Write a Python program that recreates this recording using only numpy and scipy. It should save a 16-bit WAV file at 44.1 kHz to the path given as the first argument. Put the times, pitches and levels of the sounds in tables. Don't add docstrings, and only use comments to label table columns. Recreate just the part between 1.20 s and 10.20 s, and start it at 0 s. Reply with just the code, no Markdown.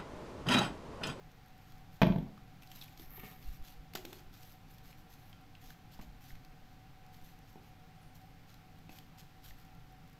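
import sys
import numpy as np
from scipy import signal
from scipy.fft import rfft, irfft, next_fast_len
from scipy.io import wavfile
from scipy.ndimage import uniform_filter1d, map_coordinates

SR = 44100
rng = np.random.default_rng(int(sys.argv[2]) if len(sys.argv) > 2 else 0)


def generate_wav(sig):
    pcm = np.round(np.clip(np.atleast_2d(sig).T, -1, 1) * 32767).astype(np.int16)
    wavfile.write(sys.argv[1], SR, pcm)


N = 396706

# frequency in Hz, density in dB.
RASP_SPECTRUM = [(300, -19), (1000, -2.5), (2200, -0.5), (4200, 1), (6000, -1.5), (8000, -7), (9700, -16),
                 (12000, -18)]
# frequency in Hz, density in dB.
SIZZLE_SPECTRUM = [(8000, -36), (10000, -15), (11200, 2), (12700, 7.5), (14000, 2), (15500, -5)]
# start in s, length in s, rasp in dB, sizzle over rasp in dB.
STROKES = [(0.36, 0.21, -78, -2), (0.712, 0.046, -77, 3), (1.404, 0.1, -75, 0), (1.497, .14, -64, 1),
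           (1.643, 0.089, -75, 1), (1.77, 0.07, -65.5, 3), (2.03, .09, -64.5, 1), (2.172, 0.19, -70.5, 2.5),
           (2.427, 0.079, -63, 0), (2.747, 0.027, -55, -10), (2.818, 0.18, -66.5, -2.5),
           (3.119, .05, -68, -2), (3.167, 0.16, -69, 2.5), (3.477, 0.07, -71.5, 1), (3.62, 0.097, -69.5, 0),
           (3.77, 0.031, -75, 3), (3.892, 0.047, -69.5, 2), (3.947, .16, -79, 6), (4.4, 0.11, -66, -0.5),
           (4.712, 0.028, -63.5, -4), (4.806, 0.021, -65.5, -2), (5, 0.11, -66.5, -1.5),
           (5.917, 0.05, -72, 1), (6.016, 0.094, -72.5, 2), (6.27, 0.038, -74.5, -1), (6.42, 0.066, -79, 1),
           (6.943, .025, -70, 0.5), (7.268, 0.054, -70, -4), (7.691, 0.081, -65, -1),
           (7.976, 0.024, -61.5, -4), (8.219, 0.081, -65.5, 0.5), (8.363, .07, -76.5, 0)]


def amp(db):
    return 10 ** (np.asarray(db) / 20)


def unit(x):
    return x / np.sqrt(np.mean(x ** 2) + 1e-20)


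def crest(x):
    return x / np.sqrt(np.max(uniform_filter1d(x ** 2, size=44)) + 1e-20)


def along(points, hz):
    knots_hz, values = np.transpose(points)
    return np.interp(np.log(hz + 1), np.log(knots_hz), values)


def wobble(knots_per_s):
    return map_coordinates(rng.standard_normal(N // 20), [np.arange(N) * knots_per_s / SR], mode="wrap")


def filtered(x, response):
    size = next_fast_len(len(x) + 8192)
    return irfft(rfft(x, size) * response(np.fft.rfftfreq(size, 1 / SR)), size)[:len(x)]


def coloured(x, spectrum):
    size = 8192
    gain = amp(along(spectrum, np.fft.rfftfreq(size, 1 / SR)))
    cepstrum = irfft(np.log(gain))
    cepstrum[1:size // 2] *= 2
    cepstrum[size // 2 + 1:] = 0
    return signal.fftconvolve(x, irfft(np.exp(rfft(cepstrum))))[:len(x)]


def resonant(x, peaks):
    return filtered(x, lambda f: sum(amp(db) * 1j * f * width / (hz * hz - f * f + 1j * f * width)
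                                     for hz, width, db in peaks))


def fade(t60_s):
    return np.exp(-np.log(1000) * np.arange(SR // 2) / SR / t60_s)


def burst(t60_s):
    return fade(t60_s) * rng.standard_normal(SR // 2)


def swell(at_s, half_s):
    return np.exp(-np.minimum(((np.arange(N) / SR - at_s) / half_s) ** 2, 20))


def surge(at_s, rise_s, fall_s):
    t = np.arange(N) / SR - at_s
    return np.exp(-np.minimum(np.maximum(-t / rise_s, t / fall_s), 20))


def stroke(length_s, rise_share=0.36, release_s=0.021):
    t = np.arange(SR // 2) / SR
    return np.minimum(t / (rise_share * length_s), 1) * np.exp(-np.maximum(t - length_s, 0) / release_s)


def add(track, start_s, sound):
    part = track[round(start_s * SR):][:len(sound)]
    part += sound[:len(part)]


def slips(per_s, spread_db, smooth_gain):
    sizes = rng.standard_normal(N) * amp(spread_db * np.clip(rng.standard_normal(N), -2, 2))
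    return unit(sizes * (rng.random(N) < per_s / SR)) + smooth_gain * rng.standard_normal(N)


def in_room(x, wet_db):
    # frequency in Hz, t60 in s.
    wall_decay = [(60, 0.29), (180, 0.68), (600, 0.5), (2000, 0.33), (5000, 0.34), (13000, 0.4)]
    hz, t, bins = signal.stft(rng.standard_normal(SR), SR, nperseg=256)
    decay = np.exp(-np.log(1000) * t / along(wall_decay, hz)[:, None])
    tail = signal.istft(bins * decay, SR, nperseg=256)[1]
    tail *= 1 - np.exp(-np.arange(len(tail)) / SR / 0.0047)
    return x + amp(wet_db) * signal.fftconvolve(x, tail / np.linalg.norm(tail))[:N]


def room_tone(hum_hz=99):
    # frequency in Hz, density in dB.
    rush_spectrum = [(15, 2), (45, -5.5), (68, -12.5), (135, -5.5), (170, -4), (205, -16.5), (275, -12),
                     (360, -24), (1000, -25.5), (2200, -27.5), (5000, -35.5), (9700, -48), (12500, -40.5),
                     (15500, -43)]
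    # centre in Hz, nominal width in Hz, relative level in dB.
    fan_tones = [(751.8, 26.5, -0.5), (824, 25, -9), (467.7, 6.6, -14), (1372, 3.9, -16),
                 (1530, 5.6, -16.5)]
    rush = unit(coloured(rng.standard_normal(N), rush_spectrum))
    whine = np.zeros(N)
    for hz, width_hz, db in fan_tones:
        peak = [(hz, 1.17 * width_hz, 0)]
        whine += amp(db) * unit(resonant(resonant(rng.standard_normal(N), peak), peak))
    hum = np.sin(2 * np.pi * hum_hz * np.arange(N) / SR + 1.16 * wobble(knots_per_s=12))
    return amp(-56) * rush + amp(-68) * whine + amp(-65.5) * hum


def rubbing(grip_rasp_db=-81, grip_sizzle_db=-89.5):
    rasp, sizzle = np.full(N, amp(grip_rasp_db)), np.full(N, amp(grip_sizzle_db))
    for start_s, length_s, db, sizzle_db in STROKES:
        add(rasp, start_s, amp(db) * stroke(length_s))
        add(sizzle, start_s, amp(db + sizzle_db) * stroke(length_s))
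    friction = slips(per_s=2000, spread_db=3.5, smooth_gain=0.9) * amp(1.6 * wobble(knots_per_s=70))
    bins = signal.stft(friction, nperseg=512)[2]
    folds = uniform_filter1d(rng.standard_normal(bins.shape), size=4, axis=0)
    folds = uniform_filter1d(folds, size=7, axis=1)
    folds_db = 2.5 * np.clip(unit(folds), -2, 2)
    friction = signal.istft(bins * amp(folds_db), nperseg=512)[1][:N]
    rasp *= unit(coloured(friction, RASP_SPECTRUM))
    sizzle *= unit(coloured(friction, SIZZLE_SPECTRUM))
    return in_room(rasp + sizzle, wet_db=-12)


def crackle(idle_per_s=3.0, stroke_extra_per_s=14, level_db=-64, spread_db=0.5):
    ticks_per_s = np.full(N, idle_per_s)
    for start_s, length_s, _, _ in STROKES:
        add(ticks_per_s, start_s, stroke_extra_per_s * stroke(length_s))
    sizes = amp(level_db - spread_db * np.clip(rng.standard_normal(N), -2, 2))
    impulses = sizes * (rng.random(N) < ticks_per_s / SR)
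    envelope = signal.fftconvolve(impulses, fade(t60_s=0.016))[:N]
    noise = rng.standard_normal(N)
    fibres = unit(coloured(noise, RASP_SPECTRUM)) + amp(-0.5) * unit(coloured(noise, SIZZLE_SPECTRUM))
    return in_room(envelope * fibres, wet_db=-10)


def clicks(t60_cycles=22):
    # start in s, relative level in dB, flap pitch in Hz,
    # relative tick level in dB.
    snaps = [(.521, -54.5, 4000, -6.5), (1.177, -41.5, 1190, -28), (1.422, -44, 2440, -14),
             (1.432, -47, 2680, -13), (1.473, -54, 4000, -5), (1.5158, -40.5, 3120, -11.5),
             (1.6133, -35, 3500, -22), (1.622, -36, 3460, -26), (1.681, -43, 2360, -27),
             (1.775, -50, 4830, -6.5), (1.796, -46.5, 3300, -8), (2.226, -52, 2120, -6),
             (2.7354, -41, 2200, -9), (2.752, -30.5, 3600, -7.5), (2.757, -32, 1400, -9.5),
             (2.8505, -38.5, 2170, -9), (2.8528, -40.5, 3860, -10), (2.929, -40.5, 2580, -7),
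             (3.5827, -53, 2970, -8), (3.728, -43, 2400, -27), (4.1287, -41.5, 2950, -34),
             (4.351, -41, 2700, -37), (4.504, -41, 1600, -13.5), (4.796, -40, 1500, -28),
             (4.802, -47, 1110, -30), (4.8134, -47, 2150, -15), (5.105, -42.5, 1980, -29),
             (5.153, -48, 2020, -17), (5.248, -55.5, 4440, -3.5), (5.9426, -58.5, 4150, -3),
             (7.3416, -56, 4300, -2.5), (7.693, -41, 2520, -30), (7.786, -43, 3060, -10),
             (8.3073, -40, 1970, -24)]
    out, t = np.zeros(N), np.arange(SR // 2) / SR
    for start_s, db, hz, tick_db in snaps:
        snap = burst(t60_s=0.016) * (1 - fade(t60_s=0.004))
        rasp = coloured(snap, RASP_SPECTRUM)
        flap = crest(resonant(rasp, [(hz, 0.17 * hz, 0)]))
        ring = fade(t60_s=t60_cycles / hz) * np.sin(2 * np.pi * hz * t)
        tick = crest(coloured(snap, SIZZLE_SPECTRUM)) + amp(2) * crest(rasp)
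        add(out, start_s, amp(db - 13) * (flap + ring + amp(tick_db + 10.5) * tick))
    return in_room(out, wet_db=-8.5)


def bottle(contact_s=0.00024):
    # start in s, then relative thud, crack and tick levels in dB.
    contacts = [(0.8169, -25, -11.5, -44), (0.8204, -26, -14.5, -60), (.825, -24, -24.5, -48),
                (0.8312, -23, -17, -57), (0.8689, -25, -24, -51), (0.9014, -23.5, -40, -72),
                (.923, -44, -34, -80), (0.96, -29.5, -34, -60), (.9844, -31, -38, -61),
                (1.0264, -43, -52, -72)]
    # frequency in Hz, relative level in dB, t60 in s.
    table_modes = [(41, -10.5, 0.33), (140.2, -14.5, 0.67), (177.5, 10.5, 0.055), (208.6, -16, 0.51),
                   (256.5, -7.5, 0.24), (349, -12.5, 0.21), (383, -19.5, 0.19)]
    # frequency in Hz, relative level in dB, t60 in s.
    shell_modes = [(466, -16, 0.028), (609, -12, 0.13), (662, -0.5, 0.079), (867, -12, 0.07),
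                   (995, -4.5, 0.026), (1554, -6.5, 0.027), (1830, -12, 0.014), (2230, -11, 0.038),
                   (2720, -20, 0.025), (2950, -21, 0.025), (3400, -12, 0.014), (3970, -14, 0.015)]
    # frequency in Hz, density in dB.
    crack_spectrum = [(120, 0.5), (430, 8.5), (800, 7.5), (1200, -9), (2400, -0.5), (3400, -6.5),
                      (4200, -11), (5000, -18.5), (6500, -26), (9600, -49), (15500, -33)]
    thuds, cracks, t = np.zeros(N), np.zeros(N), np.arange(SR // 2) / SR
    for start_s, thud_db, crack_db, tick_db in contacts:
        wood = sum(amp(db) * fade(t60_s) * (1 - np.exp(-3 * hz * t)) * np.sin(2 * np.pi * hz * t)
                   for hz, db, t60_s in table_modes)
        shell = sum(amp(db + rng.normal(0, 1)) * fade(t60_s) * np.sin(2 * np.pi * (hz * t + rng.random()))
                    for hz, db, t60_s in shell_modes)
        shell *= 1 - np.exp(-t / contact_s)
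        crack = crest(coloured(burst(t60_s=0.021), crack_spectrum))
        tick = crest(coloured(burst(t60_s=0.013), SIZZLE_SPECTRUM))
        add(thuds, start_s, amp(thud_db) * wood)
        add(cracks, start_s, amp(crack_db - 8) * (crack + amp(-1.5) * shell) + amp(tick_db) * tick)
    return in_room(thuds, wet_db=-17.5) + in_room(cracks, wet_db=-7)


def bumps():
    # start in s, relative level in dB, hollow pitch in Hz.
    taps = [(1.797, -49, 316), (1.979, -49, 388), (2.033, -44.5, 186), (2.039, -48, 414), (2.751, -38, 370),
            (2.85, -43.5, 353), (2.926, -45, 360), (4.791, -43.5, 226), (6.357, -44, 223),
            (7.693, -47, 290)]
    # frequency in Hz, density in dB.
    tap_spectrum = [(60, -50), (180, 1), (370, 3), (550, -2), (850, 1.5), (1400, -25), (2500, -20),
                    (6000, -37)]
    out, t = np.zeros(N), np.arange(SR // 2) / SR
    for start_s, db, hz in taps:
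        hollow = fade(t60_s=0.065) * np.sin(2 * np.pi * hz * t)
        tap = crest(coloured(burst(t60_s=0.021), tap_spectrum))
        add(out, start_s, amp(db - 4.5) * (tap + amp(1.7) * hollow))
    return in_room(out, wet_db=-4.5)


def air_puffs():
    # centre in s, half length in s, level in dB.
    puffs = [(1.867, 0.06, -48), (2.301, .05, -38), (2.412, 0.024, -41.5), (2.596, 0.044, -46),
             (3.05, 0.12, -56), (4.5, 0.039, -53), (4.8, .03, -52), (4.916, .055, -46), (5.141, .025, -47),
             (8.324, 0.064, -49.5)]
    # frequency in Hz, density in dB.
    puff_spectrum = [(12, 7.5), (30, -4), (50, 0), (90, -19), (200, -36), (500, -64)]
    push = sum(amp(db) * swell(at_s, half_s) for at_s, half_s, db in puffs)
    return push * unit(coloured(rng.standard_normal(N), puff_spectrum))


def dragging(fastest_s=1.963, rise_s=0.06, fall_s=0.11, press_lag_s=0.039, catch_s=0.012):
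    # time in s, level in dB.
    catches = [(1.98, -64), (2.04, -54)]
    # centre in Hz, width in Hz, gain in dB.
    fold_peaks = [(390, 150, -5), (1230, 76, 11), (1860, 180, 8), (2180, 180, 8), (2670, 230, -1)]
    # centre in Hz, width in Hz, gain in dB, per pass.
    hiss_peaks = [(11900, 710, -6), (12300, 740, -2), (14400, 2200, -6)]
    speed = surge(fastest_s, rise_s, fall_s)
    pressure = surge(fastest_s + press_lag_s, rise_s, fall_s) ** 1.07
    snags = sum(amp(db) * surge(at_s, catch_s, catch_s) for at_s, db in catches)
    friction = slips(per_s=1500, spread_db=4.5, smooth_gain=0.6) * amp(2 * wobble(knots_per_s=90))
    scrape = (amp(-58.5) * pressure + snags) * unit(resonant(friction, fold_peaks))
    hiss = amp(-55.5) * speed * unit(resonant(resonant(friction, hiss_peaks), hiss_peaks))
    return in_room(scrape + hiss, wet_db=-5)


def squeak(pitch_exponent=0.035):
    # centre in s, half length in s, top pitch in Hz, level in dB.
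    squeaks = [(6.86, .05, 8700, -81), (6.86, .055, 11100, -77), (7.02, 0.075, 8600, -85),
               (7.07, .05, 13300, -78)]
    out = np.zeros(N)
    for at_s, half_s, top_hz, db in squeaks:
        push = swell(at_s, half_s)
        pitch_hz = top_hz * push ** pitch_exponent * (1 + 0.003 * wobble(knots_per_s=250))
        out += amp(db) * push * np.sin(2 * np.pi * np.cumsum(pitch_hz) / SR)
    return out * amp(2.5 * wobble(knots_per_s=80))


def scene():
    impacts = bottle() + clicks() + bumps()
    friction = rubbing() + crackle() + squeak() + dragging()
    return (impacts + friction + air_puffs() + room_tone())[None]


def record(dry):
    cutoff_hz = 15600
    return np.array([filtered(x, lambda hz: 1 / np.sqrt(1 + (hz / cutoff_hz) ** 200)) for x in dry])


dry = scene()
out = record(dry)
generate_wav(out)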